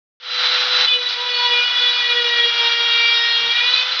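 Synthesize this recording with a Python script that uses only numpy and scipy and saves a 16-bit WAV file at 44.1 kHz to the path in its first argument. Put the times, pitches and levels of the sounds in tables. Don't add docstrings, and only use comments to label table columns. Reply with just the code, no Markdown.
import sys
import numpy as np
from scipy import signal
from scipy.fft import rfft, irfft
from scipy.io import wavfile
from scipy.ndimage import uniform_filter1d

SR = 44100
rng = np.random.default_rng(int(sys.argv[2]) if len(sys.argv) > 2 else 0)


def bounce(signal):
    frames = np.transpose(np.atleast_2d(signal))
    limited = np.clip(frames, -1, 1)
    pcm = np.round(limited * 32767).astype(np.int16)
    wavfile.write(sys.argv[1], SR, pcm)


N = 176400
T = np.arange(N) / SR
BITE_S = .865

# time_s, level_db
CUT_LEVEL = [(.78, -44), (.86, -39), (.885, -23), (.95, -29), (1.02, -26), (1.12, -26), (1.26, -27),
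             (1.38, -19.5), (1.64, -18), (1.71, -21), (1.78, -18.5), (2.42, -19), (2.53, -20), (2.63, -16),
             (2.75, -17.5), (2.98, -17), (3.25, -18.5), (3.48, -18.5), (3.6, -19.5), (3.78, -19.5),
             (3.92, -29.5)]


def from_db(db):
    return 10 ** (np.asarray(db) / 20)


def unit_rms(x):
    return x / np.sqrt(np.mean(np.abs(x) ** 2) + 1e-20)


def automation(points, lead_s=0):
    return np.interp(T + lead_s, *np.transpose(points))


def drift(rate_hz):
    hop, settle = 40, 2000
    pole = np.exp(-2 * np.pi * hop * rate_hz / SR)
    white = rng.standard_normal(N // hop + settle + 2)
    slow = signal.lfilter([1], [1, -2 * pole, pole * pole], white)[settle:]
    return np.interp(np.arange(N) / hop, np.arange(len(slow)), unit_rms(slow))


def coloured_noise(colour):
    hz, db = np.transpose(colour)
    bin_hz = np.maximum(np.arange(N // 2 + 1) * SR / N, 1)
    eq = from_db(np.interp(np.log(bin_hz), np.log(hz), db))
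    return unit_rms(irfft(rfft(rng.standard_normal(N)) * eq, N))


def swell(peak_s, half_width_s):
    return np.exp(-.5 * np.abs((T - peak_s) / half_width_s) ** 3)


def decay(start_s, decay_s):
    return (T > start_s) * np.exp(-np.abs(T - start_s) / decay_s)


def bare_room(reverb_db):
    t60_s, first_echo_s = .59, .004
    t = T[:SR]
    response = rng.standard_normal(SR) * from_db(-60 * t / t60_s) * (t > first_echo_s)
    response *= from_db(reverb_db) / np.linalg.norm(response)
    response[0] = 1
    return response / np.linalg.norm(response)


def tone_in_room(phase, room, levelling_s=.15):
    wet = signal.fftconvolve(np.exp(1j * phase), room)[:N]
    window = int(levelling_s * SR)
    power = uniform_filter1d(np.abs(wet) ** 2, window)
    power = uniform_filter1d(power, window // 2) + 1e-12
    return np.sqrt(2 / power) * wet


def shaft_spin():
    # time_s, rate_hz
    cutting_speed = [(0.88, 497.6), (1.22, 483.8), (1.23, 493), (1.51, 485), (1.86, 489.2), (2.25, 479),
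                     (2.39, 475.7), (2.54, 469.8), (3.5, 467.7), (3.75, 499.8), (3.78, 506.4), (3.98, 500),
                     (4.0, 502)]
    free_hz, free_wobble, cut_wobble = 497.7, .00062, .001585
    cutting = T > BITE_S
    cutting_hz = automation(cutting_speed, lead_s=.01996)
    shaft_hz = np.where(cutting, cutting_hz, free_hz)
    wobble = np.where(cutting, cut_wobble, free_wobble) * drift(rate_hz=14)
    return shaft_hz, 2 * np.pi * np.cumsum(shaft_hz * (1 + wobble)) / SR


def air_rush(angle):
    # time_s, level_db
    hiss_level = [(.4, -19.5), (.55, -18), (.68, -20.5), (.85, -16.5), (.885, -26), (1.0, -30),
                  (1.12, -25.5), (1.25, -27), (2.4, -27), (3.4, -28.5), (3.8, -25), (4, -22.5)]
    # frequency_hz, gain_db
    air_colour = [(15, -60.5), (40, -55.5), (95, -44.5), (130, -36), (220, -37.5), (300, -28), (560, -15),
                  (850, -6.5), (1100, -6.5), (1350, 3.5), (1650, -1.5), (2000, -1), (2600, -1.5), (3500, 5),
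                  (4300, -0.5), (5100, -5.5), (5900, -14.5), (6500, -27), (7000, -39.5)]
    pulse_depth, flicker_db = .13, 1.0
    flow = coloured_noise(air_colour) * (1 + pulse_depth * np.cos(angle))
    return flow * from_db(automation(hiss_level) + flicker_db * drift(rate_hz=16))


def fan_whistle(angle):
    # time_s, level_db
    whistle_level = [(.23, -39.5), (.255, -23.5), (.5, -22), (.67, -26), (.85, -16), (.872, -24.5),
                     (1.4, -33), (3.5, -35), (3.75, -20.5), (3.86, -31), (3.95, -27), (4, -22)]
    # shaft_multiple, gain_db
    partials = [(7, -19.5), (8, 1), (12, -28.5)]
    gain_dip_db, flutter_db = -8, 2.0
    room = bare_room(reverb_db=10)
    whistle = sum(from_db(db) * tone_in_room(multiple * angle, room).real for multiple, db in partials)
    level_db = automation(whistle_level) + gain_dip_db * decay(BITE_S, decay_s=.06)
    return whistle * from_db(level_db + flutter_db * drift(rate_hz=21))


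def shaft_hum(angle):
    # time_s, level_db
    hum_level = [(0.4, -38.5), (0.84, -36), (0.88, -53), (0.97, -32), (1.11, -47.5), (1.2, -38.5),
                 (1.59, -35), (1.69, -58), (1.82, -38), (2.01, -45), (2.17, -31), (3.37, -43.5),
                 (3.47, -37), (3.61, -54), (3.63, -40.5), (4.0, -47)]
    waver_db = 1.5
    hum = tone_in_room(angle, bare_room(reverb_db=-3.5)).real
    return hum * from_db(automation(hum_level) + waver_db * drift(rate_hz=21))


def sheet_rumble():
    # peak_s, half_width_s, level_db
    pushes = [(.83, 0.025, -56.5), (1.43, 0.05, -59.5), (2.036, 0.046, -59), (2.88, 0.034, -63),
              (3.45, 0.062, -50.5)]
    # frequency_hz, gain_db
    sheet_colour = [(15, -22), (28, -8.5), (45, -6.5), (90, -11), (140, -0.5), (250, -5), (450, -3),
                    (900, -38.5)]
    envelope = sum(from_db(db) * swell(peak_s, half_width_s) for peak_s, half_width_s, db in pushes)
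    return coloured_noise(sheet_colour) * envelope


def bit_scream(shaft_hz, angle):
    # shaft_multiple, light_load_db, heavy_load_db
    overtones = [(2, -20, -22), (3, -17, -17), (4, -13, -11), (5, -10, -9.5), (6, -7.5, -10), (7, -3.5, -6),
                 (8, -11, -8.5), (9, -14, -14.5), (10, -17, -19), (11, -24.5, -21), (12, -31.5, -19.5),
                 (13, -39, -37), (14, -52.5, -43)]
    # peak_s, half_width_s, shaft_multiple, level_db
    squeals = [(0.906, 0.04, 7, -20), (0.889, 0.0098, 6, -19.5), (0.931, 0.031, 5, -24),
               (0.952, 0.023, 6, -19), (1.13, 0.011, 7, -30), (1.24, 0.046, 2, -32),
               (1.342, 0.02, 5, -29.5), (1.396, 0.063, 9, -27.5), (1.39, 0.04, 7, -29),
               (1.468, 0.072, 2, -28), (1.584, 0.044, 5, -23), (1.612, 0.04, 6, -25),
               (1.62, 0.077, 3, -35.5), (1.822, .055, 7, -24), (2.07, 0.066, 5, -29),
               (2.054, 0.032, 4, -25), (2.187, 0.019, 4, -24), (2.364, 0.079, 4, -25),
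               (2.44, 0.042, 7, -19.5), (2.634, 0.023, 11, -37), (2.643, 0.042, 2, -34.5),
               (2.889, 0.048, 8, -27.5), (2.9, 0.017, 3, -33), (3.012, 0.067, 6, -28.5),
               (3.048, 0.068, 5, -21), (3.08, 0.084, 10, -32), (3.188, .045, 8, -24.5),
               (3.214, 0.072, 11, -33.5), (3.26, 0.063, 4, -28), (3.331, 0.068, 9, -29.5),
               (3.386, 0.031, 7, -28.5), (3.6, 0.057, 5, -23.5), (3.628, 0.069, 4, -33),
               (3.678, 0.021, 6, -26), (3.785, .04, 5, -25.5), (3.764, .06, 9, -34)]
    light_load_hz, heavy_load_hz = 488, 452.8
    chatter_rad = .031
    rasp_db, rasp_hz = -10, 35
    squeal_knee = .26
    load = np.clip((light_load_hz - shaft_hz) / (light_load_hz - heavy_load_hz), 0, 1)
    bit_angle = angle + chatter_rad * drift(rate_hz=54)
    cut_db = automation(CUT_LEVEL)
    room = bare_room(reverb_db=5.5)
    scream = 0
    for multiple, light_db, heavy_db in overtones:
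        gain = from_db(cut_db + light_db + load * (heavy_db - light_db))
        flare = sum(from_db(db) * swell(peak_s, half_width_s)
                    for peak_s, half_width_s, flaring, db in squeals if flaring == multiple)
        phase = multiple * bit_angle + rng.uniform(0, 2 * np.pi)
        tone = tone_in_room(phase, room)
        squeal = tone.real / np.sqrt(np.abs(tone) ** 2 / 2 + squeal_knee)
        rasp = drift(rasp_hz) * np.cos(phase) + drift(rasp_hz) * np.sin(phase)
        rasp_gain = from_db(rasp_db) * np.hypot(gain, flare)
        scream += gain * tone.real + flare * squeal + rasp_gain * rasp
    return scream


def board_grind():
    # frequency_hz, gain_db
    grind_colour = [(15, -53), (50, -41.5), (100, -33), (135, -23.5), (190, -29), (245, -20), (300, -24.5),
                    (560, -14), (900, -6), (1150, -6.5), (1400, -1.5), (2000, -6), (2700, -3), (3400, 3),
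                    (4300, -0.5), (5100, -10.5), (6000, -20), (7000, -40)]
    trim_db = -9
    return coloured_noise(grind_colour) * from_db(automation(CUT_LEVEL) + trim_db)


def bit_scrape():
    # frequency_hz, gain_db
    scrape_colour = [(15, -70), (1500, -22), (3000, -6), (4100, -1), (5000, -6.5), (7000, -42)]
    level_db = -20
    return coloured_noise(scrape_colour) * from_db(level_db) * decay(start_s=1.088, decay_s=.037)


def scene():
    shaft_hz, angle = shaft_spin()
    tool = air_rush(angle) + fan_whistle(angle) + shaft_hum(angle)
    cut = sheet_rumble() + bit_scream(shaft_hz, angle) + board_grind() + bit_scrape()
    return (tool + cut)[None]


def record(dry):
    start_s, fade_s, fade_offset, fade_curve = .2, .26, .057, 1.17
    cutoff_hz = 7050
    ramp = np.clip((T - start_s) / fade_s + fade_offset, 0, 1)
    fade = ramp ** fade_curve * (T > start_s)
    low_pass = signal.ellip(12, .1, 90, cutoff_hz, fs=SR, output="sos")
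    return signal.sosfilt(low_pass, dry * fade)


dry = scene()
out = record(dry)
bounce(out)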